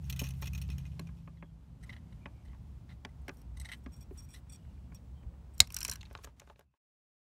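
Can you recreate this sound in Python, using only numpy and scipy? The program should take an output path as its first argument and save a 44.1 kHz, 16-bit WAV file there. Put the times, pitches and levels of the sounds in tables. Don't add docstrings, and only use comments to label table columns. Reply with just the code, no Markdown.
import sys
import numpy as np
from scipy import signal
from scipy.fft import rfft, irfft
from scipy.io import wavfile
from scipy.ndimage import uniform_filter1d

SR = 44100
rng = np.random.default_rng(int(sys.argv[2]) if len(sys.argv) > 2 else 0)


def volts(x):
    e = np.asarray(x, float) / 20
    return 10 ** e


def put_to_file(sound):
    columns = np.atleast_2d(sound).T
    safe = np.clip(columns, -1, 1)
    whole_steps = np.round(safe * 32767)
    wavfile.write(sys.argv[1], SR, whole_steps.astype(np.int16))


N = 324071
T = np.arange(N) / SR
SIZE = 6144


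def unit(x):
    return x / np.sqrt(np.mean(x ** 2))


def curves(rows):
    s, *columns = np.transpose(rows)
    return [np.interp(T, s, c) for c in columns], (T >= s[0]) & (T <= s[-1])


def walk(rate_hz):
    k = int(SR / rate_hz)
    held = np.repeat(rng.standard_normal(N // k + 1), k)
    return unit(uniform_filter1d(uniform_filter1d(held, k), k)[:N])


def coloured(spectrum, lo_hz, hi_hz):
    f = np.arange(1, N // 2 + 2) * SR / N
    hz, db = np.transpose(spectrum)
    colour = volts(np.interp(np.log(f), np.log(hz), db))
    edges = 1 / np.sqrt((1 + (lo_hz / f) ** 8) * (1 + (f / hi_hz) ** 8))
    return unit(irfft(rfft(rng.standard_normal(N)) * colour * edges, N))


def contacts(events, body, low_hz, high_hz, slips_per_s, scatter_db, rise_s, fall, wander, widen=1.5, order=2,
             favour_db=10, first_db=0, grab_db=0):
    out, t = np.zeros(N + SIZE), np.arange(SIZE) / SR
    f = np.arange(1, SIZE // 2 + 2) * SR / SIZE
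    low, high = 1 / (1 + (f / low_hz) ** 6), 1 / (1 + (high_hz / f) ** 6)
    centre, width, db = (c[:, None] for c in np.transpose(body))
    for s, peak_db, length, low_db, high_db in events:
        chance = rng.random((5, SIZE))
        length = np.clip(length, .001, .08)
        slip_size = volts(-scatter_db * np.log(chance[2].clip(.02)))
        slips = (chance[0] < slips_per_s / SR) * np.sign(chance[1] - .5) * slip_size
        slips[0] = volts(1.6 * scatter_db + first_db)
        force = slips * np.minimum((t + 1 / SR) / rise_s, 1) * np.clip(1 - t / length, 0, 1) ** fall
        force = force * volts(grab_db * (np.repeat(chance[3, -32:], SIZE // 32) - .5))
        hz = centre * (1 + wander * 2 * (chance[4, :len(db), None] - .5))
        signs = (-1) ** np.arange(len(db))[:, None]
        gains = volts(db + favour_db * (chance[3, :len(db), None] - .5)) * signs
        damping = 1j * f * widen * width
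        mode = damping / (hz ** 2 - f ** 2 + damping)
        ring = rfft(force) * (gains * mode ** order).sum(0)
        parts = [irfft(ring * w, SIZE) for w in (1 - low - high, low, high)]
        range_db = (0, low_db + 8.5, high_db + 10.5)
        ring = sum(volts(g) * p / np.abs(p).max() for p, g in zip(parts, range_db))
        ring = np.roll(ring, 64) * (1 - t / t[-1])
        i = int(s * SR) - 64
        out[i:i + SIZE] += volts(peak_db) * ring
    return out[:N]


# pitch_hz, width_hz, level_db
PLIERS = [(2070, 117, -2.5), (2477, 120, 5), (3000, 390, -5), (3270, 300, -7), (5590, 310, -7),
          (6390, 270, -4), (8300, 460, -27), (9730, 1500, -11.5), (12430, 610, -10.5), (14500, 820, -10),
          (4200, 700, -13), (850, 2000, -10), (7200, 18000, -23)]
# start_s, level_db, high_db (hardness)
TURNS = [(0.097, -31, -10), (0.1256, -34.5, -15), (0.162, -43.5, -9), (0.1921, -29, -12), (0.2153, -48, 0),
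         (0.2342, -38.5, -14), (0.2683, -40.5, -15), (0.2858, -43.5, -9.5), (0.3046, -41.5, -15),
         (0.336, -54, -11), (0.4158, -52, 3), (0.4226, -39.5, -37), (0.4407, -42.5, -15),
         (0.4557, -40.5, -14), (0.4709, -37, -16), (0.5328, -40, -12.5), (0.5483, -39, -19),
         (0.576, -42.5, -12), (0.6151, -40.5, -12.5), (0.7007, -41.5, -19), (0.715, -48.5, -21),
         (0.7817, -44.5, -14.5), (0.853, -50, -30), (1.069, -51, -28)]
# start_s, level_db, length_s
SPINS = [(0.023, -63, .079), (0.12, -63, .079), (.2399, -39.5, 0.068), (.04, -53, .06), (.35, -58, .07),
         (.47, -46, .03), (.635, -54, .05), (.725, -54, .055), (.8, -56, .05), (.862, -54, .03),
         (.915, -61, .06), (1.01, -61, .05), (1.17, -65, .07)]


def pliers():
    events = [(s, db, n, -22, -19) for s, db, n in SPINS]
    events += [(s, db, .023, -31 - .6 * hi, hi) for s, db, hi in TURNS]
    return contacts(events, PLIERS, 2280, 7700, slips_per_s=7200, scatter_db=5.5, rise_s=.0001, fall=1.58,
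                    wander=.025, favour_db=9, first_db=5, grab_db=3)


# pitch_hz, width_hz, level_db
HINGE = [(1370, 42, -9), (1984, 200, 5), (3076, 330, -4), (3140, 140, -3), (3930, 260, -2),
         (5330, 200, -14), (6100, 300, -8), (8100, 180, -6), (8600, 100, -4), (9920, 200, -10),
         (11600, 280, -14), (2860, 5450, -17)]
# start_s, level_db, length_s, high_db (hardness)
CREAKS = [(2.472, -61, 0.12, -25), (1.3686, -61, .02, -38), (1.8267, -52.5, 0.026, -10.5),
          (1.8345, -52.5, 0.016, -15), (1.8934, -38.5, 0.019, -29), (1.9253, -43.5, 0.021, -28),
          (1.9637, -45, 0.021, -32), (2.1226, -57, 0.013, -22), (2.448, -60, 0.024, -14),
          (3.089, -62, .015, -18), (3.5685, -49.5, 0.021, -7.5), (3.5985, -49.5, 0.029, 0.5),
          (3.6473, -38.5, 0.025, -17), (3.6863, -39, 0.022, -22), (2.8915, -51, 0.056, -27),
          (3.716, -33.5, 0.037, -22), (4.3385, -47.5, 0.058, -9)]


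def hinge():
    events = [(s, db, n, -45 - .47 * db - .063 * hi, hi) for s, db, n, hi in CREAKS]
    return contacts(events, HINGE, 980, 4400, slips_per_s=3500, scatter_db=4, rise_s=.00034, fall=.8,
                    wander=.017, grab_db=8)


# pitch_hz, width_hz, level_db
PLATE = [(183, 127, 10), (253, 150, 7.5), (377, 80, 10.5), (680, 290, 0.5), (1120, 240, 7), (1520, 230, 3),
         (2306, 1030, 3), (2553, 74, 3.5), (3900, 140, -18), (6000, 2000, -20), (1990, 3600, -22)]
# start_s, level_db, low_db (weight), high_db (hardness)
KNOCKS = [(0.2146, -47, 7, -3), (.6884, -60.5, 6, 2), (0.9939, -44, -3.5, -9.5), (1.275, -47.5, -11.5, -48),
          (1.4252, -43.5, -7.5, -55), (2.2575, -36, -13, -25.5), (2.531, -55, -24, -28),
          (3.0488, -32.5, -17, -13), (3.281, -36, -10, -18), (3.2915, -34, -15, -16.5),
          (3.8609, -43.5, -2.5, -18.5), (4.1086, -60, 12, -24), (4.9182, -52, -10, -41),
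          (1.089, -53, -19, -40), (4.468, -62, -15, -30), (4.65, -60, -20, -40), (4.775, -64, -15, -40),
          (5.23, -61, -20, -30), (5.338, -63, -15, -35)]


def floor_plate():
    events = [(s, db, .012, lo, hi) for s, db, lo, hi in KNOCKS]
    return contacts(events, PLATE, 664, 2700, slips_per_s=4200, scatter_db=3, rise_s=.00044, fall=1.76,
                    wander=.028, widen=1.4, favour_db=6)


# pitch_hz, width_hz, level_db
WIRE = [(2453, 100, -12), (3420, 100, -11), (4520, 100, -10), (5640, 60, 15), (6900, 330, -5),
        (8190, 420, 7.5), (9700, 520, -3), (9700, 410, -7), (12000, 200, -6), (14000, 310, -16),
        (15230, 390, -22), (10200, 4200, -30.5)]
# start_s, level_db, length_s
RUBS = [(4.492, -50.5, 0.027), (3.835, -69, 0.02), (3.959, -64, .042), (4.17, -49.5, 0.033),
        (4.286, -55.5, 0.027), (4.943, -54, .02), (3.917, -56, 0.052), (4.004, -54.5, 0.034),
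        (4.217, -60, 0.044), (4.3131, -51, 0.047), (4.519, -48.5, 0.046), (4.188, -54, .02),
        (3.372, -71, .05), (3.214, -74, .008), (5.535, -68, .02)]


def rubbed_wire():
    events = [(s, db, n, -11, -43.5 - .57 * db) for s, db, n in RUBS]
    return contacts(events, WIRE, 3900, 12000, slips_per_s=4400, scatter_db=4, rise_s=.0051, fall=.43,
                    wander=.011, widen=1.9, grab_db=12)


# pitch_hz, width_hz, level_db
JAWS = [(73, 73, -7.5), (171.2, 210, -15), (470, 240, -22), (1300, 320, -24.5), (2189, 320, -13),
        (3886, 300, 0.5), (4300, 160, 1.5), (4720, 250, -2), (5364, 300, -6.5), (5800, 300, -7),
        (6740, 200, -6), (7250, 250, -4), (7950, 200, -7), (8865, 400, -8), (10500, 320, -17),
        (11400, 400, -19.5), (12800, 270, -20), (14200, 500, -22), (7100, 4500, -17.5)]
# start_s, level_db, length_s, low_db, high_db
SNIP = [
    (5.6031, 5, .003, -35, -23.5),
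    (5.6058, -16, .007, -27.5, -22),
]
# start_s, level_db, length_s, low_db, high_db
SNIP_TAIL = [
    (5.607, -27, .03, -22, -22),
    (5.612, -40, .08, -18, -24),
    (5.64, -52, .08, -14, -26),
]


def snip():
    crack = contacts(SNIP, JAWS, 700, 9500, slips_per_s=9000, scatter_db=1, rise_s=.00002, fall=.43,
                     wander=.0016, widen=1, order=1, favour_db=1, first_db=12.5)
    shiver = contacts(SNIP_TAIL, JAWS, 700, 9500, slips_per_s=12000, scatter_db=1.5, rise_s=.001, fall=2.2,
                      wander=.003, order=1, favour_db=4)
    return crack + shiver


# pitch_hz, width_hz, level_db
OFFCUT = [(990, 250, -15.5), (1600, 400, -9), (2454, 500, -10.5), (3120, 580, -15.5), (4100, 330, -8),
          (5720, 530, -2), (7400, 400, -5), (8800, 160, -15.5), (9500, 350, -7), (11500, 610, -13.5),
          (12700, 500, -15.5), (13056, 400, -14.5), (14340, 400, -17.5), (7040, 10000, -12)]
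# start_s, level_db, length_s
SLIDES = [
    (5.768, -42, .03),
    (5.81, -45, .03),
    (5.854, -44, 0.03),
    (5.885, -47, .025),
    (5.916, -39, .05),
    (6.236, -52, .022),
]
# start_s, level_db, low_db (weight)
BOUNCES = [(5.5797, -46.5, -23.5), (5.592, -49.5, -21), (5.672, -49.5, -7), (5.7036, -49.5, 0),
           (5.7224, -40.5, -24.5), (5.7437, -27, -39), (5.7652, -24.5, -19), (5.7872, -33.5, -21),
           (5.8057, -29.5, -32), (5.8142, -41.5, -1), (5.8287, -27, -16.5), (5.8488, -22.5, -13.5),
           (5.8802, -29, -22), (5.896, -26, -21), (5.9138, -26.5, -29), (5.9244, -41, -10),
           (5.9345, -37, -19), (5.9564, -44, -4), (0.9943, -47.5, -1), (3.3702, -61, -15),
           (3.4156, -60.5, -11), (3.2815, -47.5, -17), (4.9463, -53, -20), (6.5935, -60, -29),
           (4.176, -58, -20), (5.843, -42, -20), (5.866, -45, -25), (6.128, -58, -25), (6.397, -56, -25),
           (6.247, -50, -15), (.679, -62, -25)]


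def offcut():
    events = [(s, db, n, -4, -17) for s, db, n in SLIDES]
    events += [(s, db, .0075, lo, -25 - .33 * db) for s, db, lo in BOUNCES]
    return contacts(events, OFFCUT, 4510, 9700, slips_per_s=10000, scatter_db=4.5, rise_s=.00022, fall=2.2,
                    wander=.015, widen=1.1, favour_db=13, first_db=4)


# pitch_hz, width_hz, level_db
TRIM = [(400, 240, 0.5), (740, 230, -8.5), (1010, 150, 4.5), (1530, 300, -1.5), (2380, 1000, 3.5),
        (4000, 450, -11), (5130, 600, -4.5), (6800, 1000, -14), (11900, 8000, -20), (3033, 11000, -16)]
# start_s, level_db, length_s
BRUSHES = [(6.066, -58, 0.031), (6.165, -57, 0.082), (6.236, -51.5, .032), (6.4, -56, 0.091),
           (5.97, -58, .04), (6.1, -58, .05), (6.19, -57, .045), (6.28, -62, .06), (6.49, -62, .06),
           (5.63, -56, .04)]
# start_s, level_db, low_db (weight), high_db (hardness)
TRIM_TAPS = [(5.8845, -37.5, -9.5, -8.5), (6.0295, -41, -22, -19.5), (6.11, -50, -1.5, -35),
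             (6.1498, -32, -10.5, -32), (6.1875, -55.5, 1, -18), (6.2439, -42.5, -9.5, -3.5),
             (6.2716, -51.5, -0.5, -28), (6.3971, -46, -25, -6), (6.4174, -54.5, -1, -21),
             (6.4736, -60, 3, -17), (6.4981, -50.5, -2.5, -28), (6.557, -59, -9, -26),
             (6.5926, -55, -3, -14), (6.6083, -56.5, -8, -23), (6.7375, -78.5, 2, -27),
             (2.545, -62, -3, -30)]


def trim():
    events = [(s, db, n, -12, -18) for s, db, n in BRUSHES]
    events += [(s, db, .011, lo, hi) for s, db, lo, hi in TRIM_TAPS]
    return contacts(events, TRIM, 1250, 4800, slips_per_s=3500, scatter_db=5.5, rise_s=.00048, fall=2.6,
                    wander=.07, widen=2.1)


# pitch_hz, width_hz, level_db
CLASP = [(2600, 300, -6), (3650, 400, 0), (4400, 300, -2), (6800, 600, -9), (4000, 5000, -18)]
# start_s, level_db, length_s
CLINKS = [
    (6.009, -42, .012),
    (6.0525, -47, .012),
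    (6.1743, -48, .006),
    (4.968, -60, .01),
    (5.642, -50, .006),
]


def clasp():
    events = [(*c, -30, -30) for c in CLINKS]
    return contacts(events, CLASP, 1500, 9000, slips_per_s=4000, scatter_db=4.5, rise_s=.0004, fall=1.1, wander=.03)


# pitch_hz, level_db per Hz
AIR = [(150, -35), (250, -0.5), (401, -12), (495, -14), (559, -14), (913, -15.5), (1660, -25.5),
       (2950, -28.5), (3700, -30.5), (8000, -35.5), (10200, -38.5), (15000, -40.5), (16400, -51.5)]


def rustle(touches):
    busy = uniform_filter1d(np.abs(touches), int(.07 * SR)).clip(0)
    return coloured(AIR, 1280, 16400) * busy ** .67 * volts(-30 + 1.3 * walk(40))


def handwork():
    moving = pliers() + hinge() + rubbed_wire() + offcut() + trim() + clasp()
    return moving + floor_plate() + rustle(moving) + snip()


def cabin(work):
    t60_s, level_db, cutoff_hz = .081, -16, 1450
    t = T[:SIZE]
    tail = rng.standard_normal(SIZE) * volts(-60 * t / t60_s) * (t > .003)
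    tail = signal.sosfilt(signal.butter(4, cutoff_hz, fs=SR, output="sos"), tail)
    return volts(level_db) * signal.fftconvolve(work, tail / np.sqrt(np.sum(tail ** 2)))[:N]


# start_s, length_s, pitch_hz,
# level_db
SCUFFS = [(2.202, 0.233, 2340, 3), (2.06, .06, 2050, 2), (2.47, .1, 2050, 1), (4.59, 0.15, 2840, 4),
          (4.75, .16, 2850, -6), (5.15, .09, 3100, 4), (1.38, .13, 3300, 2), (5.59, .012, 3100, 11),
          (6.64, .14, 2600, -20), (4.9, .68, 510, 6)]


def scuffs():
    level_db, width_hz, glide = -78, 300, -.04
    out = 0
    for s, length, hz, db in SCUFFS:
        done = np.clip((T - s) / length, 0, 1)
        tone = np.sin(2 * np.pi * np.cumsum(hz * (1 + glide * (done - .5))) / SR)
        out = out + volts(db) * tone * np.sqrt(np.sin(np.pi * done).clip(0))
    return volts(level_db + 3 * walk(30)) * walk(width_hz) * out


# start_s, length_s, level_db
SLEEVE = [(0.0, .1, -72), (.35, .07, -72), (3.29, .13, -77), (4.09, .09, -75), (4.35, .06, -73),
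          (6.22, .05, -67), (3.76, .04, -75)]


def sleeve():
    swell = 0
    for s, length, db in SLEEVE:
        swell = swell + volts(db) * np.sin(np.pi * np.clip((T - s) / length, 0, 1)).clip(0)
    return swell * coloured([(1000, 0), (16000, -3)], 7000, 16400) * volts(2.5 * walk(90))


# start_s, half_turn_rate_hz, level_db
IDLE = [
    (0.0, 19, -44),
    (0.092, 16.26, -37.5),
    (0.736, 16.9, -37),
    (1.4, 17.1, -56),
]
# multiple, level_db
IDLE_ORDERS = [(3, -28.5), (4, 3), (5, -0.5), (6, -6), (7, -22), (8, 1.5), (9, -13.5), (10, -5.5),
               (11, -11), (13, -31)]
# start_s, pitch_hz, level_db
DRONE = [
    (0.8, 154.9, -56),
    (1.036, 165.6, -48.5),
    (1.976, 159, -65.5),
    (2.008, 161, -52.5),
    (2.2, 170, -76),
]


def engine():
    (hz, db), on = curves(IDLE)
    turn = 2 * np.pi * np.cumsum(hz) / SR
    idle = 0
    for k, g in IDLE_ORDERS:
        phase = k * turn + 6 * rng.random() + .084 * walk(6.9)
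        idle = idle + volts(g + 1.6 * walk(5.8)) * np.sin(phase)
    idle = unit(idle) * volts(db - 1.5) * uniform_filter1d(1. * on, 4000)
    (far_hz, far_db), far_on = curves(DRONE)
    drone = np.sqrt(2) * np.sin(2 * np.pi * np.cumsum(far_hz) / SR)
    return idle + drone * volts(far_db) * uniform_filter1d(1. * far_on, 4000)


# pitch_hz, level_db per Hz
BOOM = [(15, -43), (25, -27.5), (43, -1.5), (65, 9.5), (87, -7), (113, -7.5), (173, -13), (199, -18.5),
        (231, -18.5), (330, -35), (430, -64.5), (730, -120)]
# start_s, end_s, pitch_hz, level_db
WHINE = [
    (2.45, 6.4, 15580, -93),
    (3.395, 5.9, 7790, -92),
]
# start_s, swell_db
SURGES = [
    (2.52, 2),
    (3.58, 5),
    (4.2, 3.5),
    (5.26, 8.5),
]


def garage():
    first = np.interp(T, (.99, 1.49), [1, 0])
    second = np.interp(T, (.21, 2.16), [0, 1])
    fade = np.interp(T, (6.01, 6.76), [1, 0]) ** 1.18
    rise_s, fall_s = .07, .12
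    surge_db = sum(np.interp(T, [s - rise_s, s, s + fall_s], [0, db, 0]) for s, db in SURGES)

    def level(first_db, second_db, surge_share):
        return np.hypot(volts(first_db) * first, volts(second_db + surge_share * surge_db) * second)

    boom = coloured(BOOM, 42, 95) * level(-51, -51, 1.5)
    rumble = coloured(BOOM, 95, 330) * level(-50, -52.5, .42) * volts(1.5 * walk(4))
    murmur = coloured(AIR, 280, 2200) * level(-67.5, -68, -.05) * volts(.71 * walk(6))
    hiss_level = np.hypot(level(-73.5, -80.5, -.18), volts(-81))
    hiss = coloured(AIR, 2200, 16400) * hiss_level * volts(.8 * walk(5))
    whine = 0
    for start, end, hz, db in WHINE:
        whine = whine + volts(db + 1.7 * walk(3.3)) * np.sin(2 * np.pi * hz * T) * (T > start) * (T < end)
    return (boom + rumble + murmur + hiss + whine) * fade


def scene():
    work = handwork()
    return (work + cabin(work) + scuffs() + sleeve() + engine() + garage())[None]


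def roll_off(x):
    return signal.sosfilt(signal.butter(12, 16810, fs=SR, output="sos"), x)


def record(dry):
    rounded = .55 * np.tanh(dry / .63) * (T < 6.79)
    top = signal.cheby2(12, 32, 16150, fs=SR, output="sos")
    return roll_off(signal.sosfilt(top, rounded))


dry = scene()
out = record(dry)
put_to_file(out)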